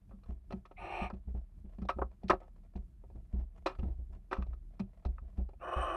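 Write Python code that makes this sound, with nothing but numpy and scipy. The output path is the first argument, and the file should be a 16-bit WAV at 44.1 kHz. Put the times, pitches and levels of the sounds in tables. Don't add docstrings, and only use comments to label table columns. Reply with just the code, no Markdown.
import sys
import numpy as np
from scipy import signal
from scipy.fft import rfft, irfft, next_fast_len
from scipy.io import wavfile
from scipy.ndimage import map_coordinates

SR = 44100
rng = np.random.default_rng(int(sys.argv[2]) if len(sys.argv) > 2 else 0)


def master_out(mix):
    frames = np.transpose(np.atleast_2d(mix))
    ceiling = np.clip(frames, -1, 1)
    pcm = np.round(ceiling * 32767).astype(np.int16)
    wavfile.write(sys.argv[1], SR, pcm)


N = 262836
TIME_S = np.arange(N) / SR
RING_S = np.arange(SR // 2) / SR

# start_s, crest_s, end_s, level_db
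HISSES = [(.759, .98, 1.1127, -43.5), (5.59, 5.8, 6.2, -38.5)]
# centre_hz, width_hz, level_db
FIRST_THROAT = [(357, 36, -3), (613, 117, -6.5), (735, 38, 4), (812, 19, 0), (907, 38, 0.5),
                (1173, 113, -9), (1220, 14, -1.5), (1473, 30, -13.5), (1800, 140, -15.5)]
FIRST_BILL = [(2236, 70, -2.5), (2470, 130, 0.5), (2708, 140, -4), (3070, 150, -15), (3590, 160, -24),
              (4160, 210, -21)]
FIRST_SIZZLE = [(5640, 310, 2), (8170, 320, -1.5), (9400, 280, -10), (10450, 200, -7.5), (11100, 300, -9.5)]
SECOND_THROAT = [(354, 32, -4.5), (526, 36, -2), (677, 78, -0.5), (850, 91, -8.5), (1061, 13.3, 3.5),
                 (1147, 33, 2.5), (1240, 29, 0.5), (1435, 140, -9.5), (1747, 50, -13), (1930, 62, -20.5)]
SECOND_BILL = [(2195, 35, -4.5), (2392, 37, -3), (2557, 59, 4), (2917, 47, 4.5), (3034, 70, 2),
               (3460, 590, -21)]
SECOND_SIZZLE = [(5780, 310, 2), (8000, 270, -5.5), (8750, 210, 3), (9060, 610, -4.5), (10700, 200, -12),
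                 (11300, 300, -9.5)]
# peak_s, centre_hz, width_hz, level_db, half_length_s
WHISTLES = [(.812, 9550, 150, -86, .03), (5.833, 8620, 200, -62, .02), (5.828, 8100, 300, -68, .009),
            (5.95, 8700, 230, -73, .012)]

# start_s, thump_db, knock_db, knock_pitch_hz
THUMPS = [(.136, -61, -53.5, 197), (.289, -35, -44.5, 262), (.535, -48.5, -37, 246),
          (1.015, -36.5, -39, 209), (1.128, -40, -44, 183), (1.273, -34.5, -52.5, 185),
          (1.342, -31.5, -48.5, 195), (1.642, -43.5, -54, 192), (1.784, -42.5, -45.5, 199),
          (1.818, -38.5, -39.5, 190), (1.962, -37, -44.5, 300), (2.011, -36, -41.5, 305),
          (2.24, -42.5, -41, 194), (2.298, -37, -39.5, 240), (2.754, -35.5, -43.5, 196),
          (3.149, -41, -48, 112.3), (3.334, -28, -44, 193), (3.385, -34.5, -51, 186),
          (3.788, -31, -46, 109), (3.828, -26.5, -40, 205), (3.871, -30, -46.5, 111),
          (3.986, -36, -59.5, 182), (4.095, -42, -61, 165.8), (4.153, -45.5, -56.5, 111.6),
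          (4.383, -30, -41, 184), (4.484, -34.5, -67, 140), (4.535, -47, -64, 140),
          (4.8, -48.5, -35.5, 194), (5.056, -27, -46, 197.6), (5.216, -40, -58.5, 116),
          (5.382, -28, -42.5, 192), (5.763, -29.5, -50.5, 209)]
# pitch_hz, level_db, t60_s
BOARD_MODES = [(39.6, -10, 0.44), (61.06, 0, 0.26), (80, -10.5, 0.13)]
HOLLOW_MODES = [(113, -7, 0.22), (161.8, -12, 0.088), (193.3, 1, .14), (213.2, -0.5, .09),
                (267, -10.5, 0.041), (371, -14.5, 0.18)]
# peak_s, strength_db, lean_db (towards the upper wall modes), hardness_db, t60_s
CONTACTS = [(.113, -62, -3.5, -6.5, .13), (.237, -74.5, 7.5, 12, 0.066), (.509, -48.5, -4.5, 5.5, 0.071),
            (.526, -44.5, -3.5, 4.5, 0.059), (.656, -57, 1, 7, 0.071), (.714, -56, -4.5, 2, 0.061),
            (1.103, -44, -2.5, -2, 0.057), (1.138, -63, -5.5, 8, 0.066), (1.353, -62, -9.5, -12, 0.085),
            (1.787, -64, -6.5, 7, .04), (1.821, -62.5, 6.5, 13, 0.057), (1.854, -61.5, -13.5, 8.5, 0.039),
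            (1.89, -38.5, 5.5, 11.5, 0.03), (1.895, -32, 2, 3.5, 0.089), (1.989, -42, -9, -14, 0.067),
            (2.02, -30, -2.5, -17.5, 0.051), (2.235, -65.5, -16, 15.5, 0.041), (2.286, -64, -8, 28, .03),
            (2.301, -24, 1.5, 2.5, 0.099), (2.31, -31, 4.5, -0.5, 0.045), (2.333, -33, -4.5, -16.5, 0.07),
            (2.419, -60.5, -5, -8, 0.18), (2.759, -62.5, -13.5, 10.5, 0.055), (3.04, -66.5, -11, -3, 0.065),
            (3.103, -72.5, -13, 7.5, 0.087), (3.663, -33, -2, 7, 0.066), (3.669, -39, 0, 6, 0.16),
            (3.704, -52, -1, 3.5, 0.12), (3.753, -66, 8, 11.5, .035), (3.79, -58, -5, 7.5, 0.094),
            (3.833, -56.5, -1, 5, .055), (4.319, -40, -1.5, 3, .23), (4.331, -36.5, 5, 3.5, 0.051),
            (4.368, -53, 1, 5, 0.065), (4.425, -49, 1.5, 6.5, 0.038), (4.469, -68, -14.5, 9, 0.05),
            (4.533, -60, 0.5, 1.5, 0.068), (4.798, -49, -4.5, 9.5, 0.076), (5.053, -48, -6, 8, 0.06),
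            (5.184, -55, 2.5, -1.5, 0.046), (5.38, -64, -5, 9, 0.081), (5.492, -63, -7.5, 4.5, 0.061),
            (5.535, -68.5, -10.5, 1, 0.057)]
# pitch_hz, level_db
LOWER_WALL_MODES = [(382, 1.5), (538, 1), (620, -4), (718, -1.5), (795, -5), (912, -6)]
UPPER_WALL_MODES = [(1075, -10), (1150, -6.5), (1272, -1), (1345, -11.5), (1556, -16.5)]
# frequency_hz, level_db
THUD_SPECTRUM = [(150, -28), (290, 0), (375, 4), (460, -13.5), (560, -0.5), (900, -3.5), (1100, -18),
                 (2000, -62.5)]
CLACK_SPECTRUM = [(600, -37.5), (950, 1.5), (1320, 4.5), (1450, -10), (1750, -8), (2000, -12), (2600, -40),
                  (4000, -62)]
SNAP_SPECTRUM = [(1100, -34.5), (1700, -3), (2100, -6), (2600, 3.5), (3000, -8), (3600, -13), (5500, -44.5)]
TICK_SPECTRUM = [(2500, -33.5), (3800, 9.5), (4400, 3.5), (5900, -2.5), (7000, -15.5), (8400, -10.5),
                 (12000, -31), (15000, -37.5)]
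# peak_s, force_db
SCUFFS = [(.09, -42.5), (1.72, -38.5), (2.12, -40.5), (2.4, -33), (3.56, -34), (4.11, -40.5),
          (4.989, -37.5), (5.19, -43)]
# frequency_hz, level_db
CRUSH_SPECTRUM = [(100, -18.5), (220, 0), (370, 4.5), (480, -7), (720, -4.5), (1100, -25.5), (1800, -32.5),
                  (4000, -43), (9000, -66.5)]
LITTER_SPECTRUM = [(100, -17), (200, 0), (380, 0.5), (480, 8), (700, 8), (1200, -5.5), (1800, -8.5),
                   (2600, -14), (4000, -23), (8000, -29.5), (14000, -49.5)]

# delay_s, gain
REFLECTIONS = [(.0009, 0.16), (.0017, 0.14), (.0029, 0.28), (.0046, .3), (.0061, 0.33)]
# frequency_hz, t60_s
BOX_DECAY = [(200, 0.17), (700, 0.13), (2500, 0.11), (5000, .12), (10000, 0.046)]
# frequency_hz, level_db
TREMBLE_SPECTRUM = [(15, -33.5), (27, -18.5), (34, -4), (39, 4.5), (48, -6.5), (59, -6), (72, -10),
                    (95, -14), (150, -22.5), (193, -18), (250, -31), (370, -33.5), (600, -66.5)]
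MIC_HISS_SPECTRUM = [(20, 17.5), (200, 9), (700, 10.5), (1500, 6), (3000, -0.5), (6000, -7), (12300, -4),
                     (13200, -7), (15500, -7)]
# frequency_hz, gain_db
CAMERA_TREBLE = [(12200, 1.5), (13300, -7.5), (15500, -12.5)]


def hiss(call, throat, bill, sizzle, flutter_hz, rasp_db, pitch_sag, bill_growth, bill_db, sizzle_db):
    start, crest, end, level_db = call
    swell_db_per_s, sizzle_growth = 30.5, 1.6
    effort_db = -swell_db_per_s * np.maximum(crest - TIME_S, 0) + 0.82 * wobble(45)
    breath = gate(start, end, attack_s=0.066) * amp(effort_db)
    opening = gate(start, end, attack_s=0.023) * amp(bill_growth * effort_db)
    jet = gate(start, end, attack_s=0.066) * amp(sizzle_growth * effort_db)
    puffs = unit(amp(rasp_db * wobble(flutter_hz)))
    throat_air = noise(peaks(throat), puffs)
    bill_air = noise(peaks(bill), puffs)
    jet_air = noise(peaks(sizzle), puffs)
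    pitch_ratio = 1 - pitch_sag * np.exp(-4 * breath / breath.max())
    bill_air = map_coordinates(bill_air, [np.cumsum(pitch_ratio)], mode="mirror")
    voice = breath * throat_air + amp(bill_db) * opening * bill_air + amp(sizzle_db) * jet * jet_air
    return amp(level_db) * voice


def whistles():
    track = np.zeros(N)
    for peak_s, hz, width_hz, level_db, half_length_s in WHISTLES:
        envelope = np.exp(-((TIME_S - peak_s) / half_length_s) ** 2)
        track += amp(level_db) * envelope * noise(peaks([(hz, width_hz, 0)]))
    return track


def thumps():
    wood, crush = np.zeros((2, N))
    for start_s, thump_db, knock_db, pitch_hz in THUMPS:
        add(wood, start_s, -amp(thump_db + 4.5) * ring(BOARD_MODES, attack_s=0.0094))
        struck = [(hz, db - 9 * abs(np.log2(hz / pitch_hz)), t60) for hz, db, t60 in HOLLOW_MODES]
        add(wood, start_s, -amp(knock_db + 8.5) * ring(struck, attack_s=0.0075))
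    for start_s, force_db in floor_forces():
        add(crush, start_s, amp(force_db - 16) * swell(rise_s=0.012, t60_s=0.18))
    return wood + crush * grit(CRUSH_SPECTRUM, grain_db=0.5)


def floor_forces():
    return [(start_s, (thump_db + knock_db) / 2) for start_s, thump_db, knock_db, _ in THUMPS]


def ring(modes, attack_s, scatter_db=0.5):
    tones = np.zeros(len(RING_S))
    for hz, db, t60_s in modes:
        louder, detune = rng.standard_normal(2)
        decay = amp(db + scatter_db * louder - 60 * RING_S / t60_s)
        tones += decay * np.sin(2 * np.pi * hz * (1 + 0.0069 * detune) * RING_S)
    return tones * (1 - np.exp(-RING_S / attack_s))


def clacks():
    walls, clack, thud, snap, tick = np.zeros((5, N))
    for peak_s, strength_db, lean_db, hardness_db, t60_s in CONTACTS:
        rise_s = 0.002497 + 0.028 * t60_s
        start_s = peak_s - rise_s
        clack_gain, thud_gain = amp(strength_db + lean_db), amp(strength_db - lean_db)
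        upper = clack_gain * wall(UPPER_WALL_MODES, scatter_db=1.6)
        lower = thud_gain * wall(LOWER_WALL_MODES, scatter_db=1.5)
        add(walls, start_s, swell(rise_s, t60_s) * (upper + lower))
        crush = swell(rise_s, 0.71 * t60_s)
        add(clack, start_s, clack_gain * crush)
        add(thud, start_s, thud_gain * crush)
        add(snap, start_s, amp(strength_db + hardness_db) * crush)
        add(tick, start_s, amp(strength_db + 1.62 * hardness_db) * crush)
    clack *= amp(-3) * grit(CLACK_SPECTRUM, grain_db=-0.5)
    thud *= amp(-5.5) * grit(THUD_SPECTRUM, grain_db=2.4)
    snap *= amp(-15.5) * grit(SNAP_SPECTRUM, grain_db=4.5)
    tick *= amp(-27.5) * grit(TICK_SPECTRUM, grain_db=6.5)
    return amp(-3.5) * walls + clack + thud + reflected(snap + tick)


def wall(modes, scatter_db):
    tones = np.zeros(len(RING_S))
    for hz, db in modes:
        louder, detune, phase = rng.standard_normal(3)
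        cycles = hz * (1 + 0.0074 * detune) * RING_S + phase
        tones += amp(db + scatter_db * louder) * np.sin(2 * np.pi * cycles)
    return unit(tones)


def litter(clumps_hz, clump_swing_db, clump_db, crumbs_per_s, crumb_db):
    clumps = unit(amp(clump_swing_db * wobble(clumps_hz)))
    falls = (rng.random(N) < crumbs_per_s / SR) * rng.uniform(0.16, 1, N)
    crumbs = unit(signal.fftconvolve(falls, swell(rise_s=0.004, t60_s=0.05))[:N])
    movement = stir() * (amp(clump_db) * clumps + amp(crumb_db) * crumbs)
    return movement * reflected(grit(LITTER_SPECTRUM, grain_db=4.0))


def stir(lift_db_per_s=169, settle_db_per_s=80.5, rest_db=-91.5):
    moves_db = [force_db - np.maximum(lift_db_per_s * (s - TIME_S), settle_db_per_s * (TIME_S - s))
                for s, force_db in floor_forces() + SCUFFS]
    return amp(rest_db) + amp(np.max(moves_db, axis=0) - 33.5)


def reflected(x):
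    copies = sum(gain * np.pad(x, (round(delay_s * SR), 0))[:N] for delay_s, gain in REFLECTIONS)
    return (x + copies) / np.sqrt(1 + sum(gain ** 2 for _, gain in REFLECTIONS))


def box_echo(x):
    hz, t, bands = signal.stft(rng.standard_normal(SR // 2), SR, nperseg=256)
    decay = amp(-60 * t / along(BOX_DECAY, hz)[:, None])
    _, tail = signal.istft(bands * decay, SR, nperseg=256)
    return signal.fftconvolve(x, tail / np.linalg.norm(tail))[:N]


def floor_tremble(level_db, swing_db):
    return amp(level_db + swing_db * wobble(12)) * noise(slope(TREMBLE_SPECTRUM))


def microphone_hiss(level_db):
    return amp(level_db) * noise(slope(MIC_HISS_SPECTRUM))


def gate(start_s, end_s, attack_s, release_s=0.091):
    ramp = np.minimum((TIME_S - start_s) / attack_s, (end_s - TIME_S) / release_s)
    return np.sin(np.clip(ramp, 0, 1) * np.pi / 2) ** 2


def swell(rise_s, t60_s):
    build = np.sin(np.minimum(RING_S / rise_s, 1) * np.pi / 2) ** 2
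    return build * amp(-60 * np.maximum(RING_S - rise_s, 0) / t60_s)


def grit(spectrum, grain_db):
    return noise(slope(spectrum), amp(grain_db * wobble(700)))


def noise(gain, envelope=1, size=16384):
    cepstrum = irfft(np.log(gain(np.fft.rfftfreq(size, 1 / SR)) + 1e-6))
    cepstrum[1:size // 2] *= 2
    cepstrum[size // 2 + 1:] = 0
    response = irfft(np.exp(rfft(cepstrum)))
    return unit(signal.fftconvolve(envelope * rng.standard_normal(N), response)[:N])


def peaks(modes):
    return lambda hz: np.sqrt(sum(amp(2 * db) / (1 + ((hz - centre) / width) ** 2 / 2) ** 3
                                  for centre, width, db in modes))


def slope(points):
    return lambda hz: amp(along(points, hz))


def along(points, hz):
    points_hz, values = np.transpose(points)
    return np.interp(np.log(hz + 1), np.log(points_hz + 1), values)


def wobble(knots_per_s):
    knots = rng.standard_normal(int(N * knots_per_s / SR) + 4)
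    return map_coordinates(knots, [TIME_S * knots_per_s])


def add(track, start_s, sound):
    start = max(round(start_s * SR), 0)
    track[start:start + len(sound)] += sound[:N - start]


def amp(db):
    return 10 ** (np.asarray(db) / 20)


def unit(x):
    return x / np.sqrt(np.mean(x ** 2) + 1e-20)


def scene():
    first = hiss(HISSES[0], FIRST_THROAT, FIRST_BILL, FIRST_SIZZLE, flutter_hz=246.5, rasp_db=1.0,
                 pitch_sag=0.098, bill_growth=1.5, bill_db=-6.5, sizzle_db=-32)
    second = hiss(HISSES[1], SECOND_THROAT, SECOND_BILL, SECOND_SIZZLE, flutter_hz=284, rasp_db=1.0,
                  pitch_sag=0.14, bill_growth=2.2, bill_db=-16, sizzle_db=-34)
    contacts = clacks()
    shuffling = thumps() + contacts + amp(-19.5) * box_echo(contacts)
    shuffling += litter(clumps_hz=29.3, clump_swing_db=7.5, clump_db=-7, crumbs_per_s=30, crumb_db=-3)
    voices = first + second + whistles()
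    background = floor_tremble(level_db=-56, swing_db=3.5) + microphone_hiss(level_db=-86.5)
    return (voices + shuffling + background)[None]


def record(dry):
    band_limit_hz = 15600
    size = next_fast_len(N + SR // 2)
    hz = np.fft.rfftfreq(size, 1 / SR)
    response = slope(CAMERA_TREBLE)(hz) * (hz < band_limit_hz)
    return irfft(rfft(dry, size) * response, size)[:, :N]


dry = scene()
out = record(dry)
master_out(out)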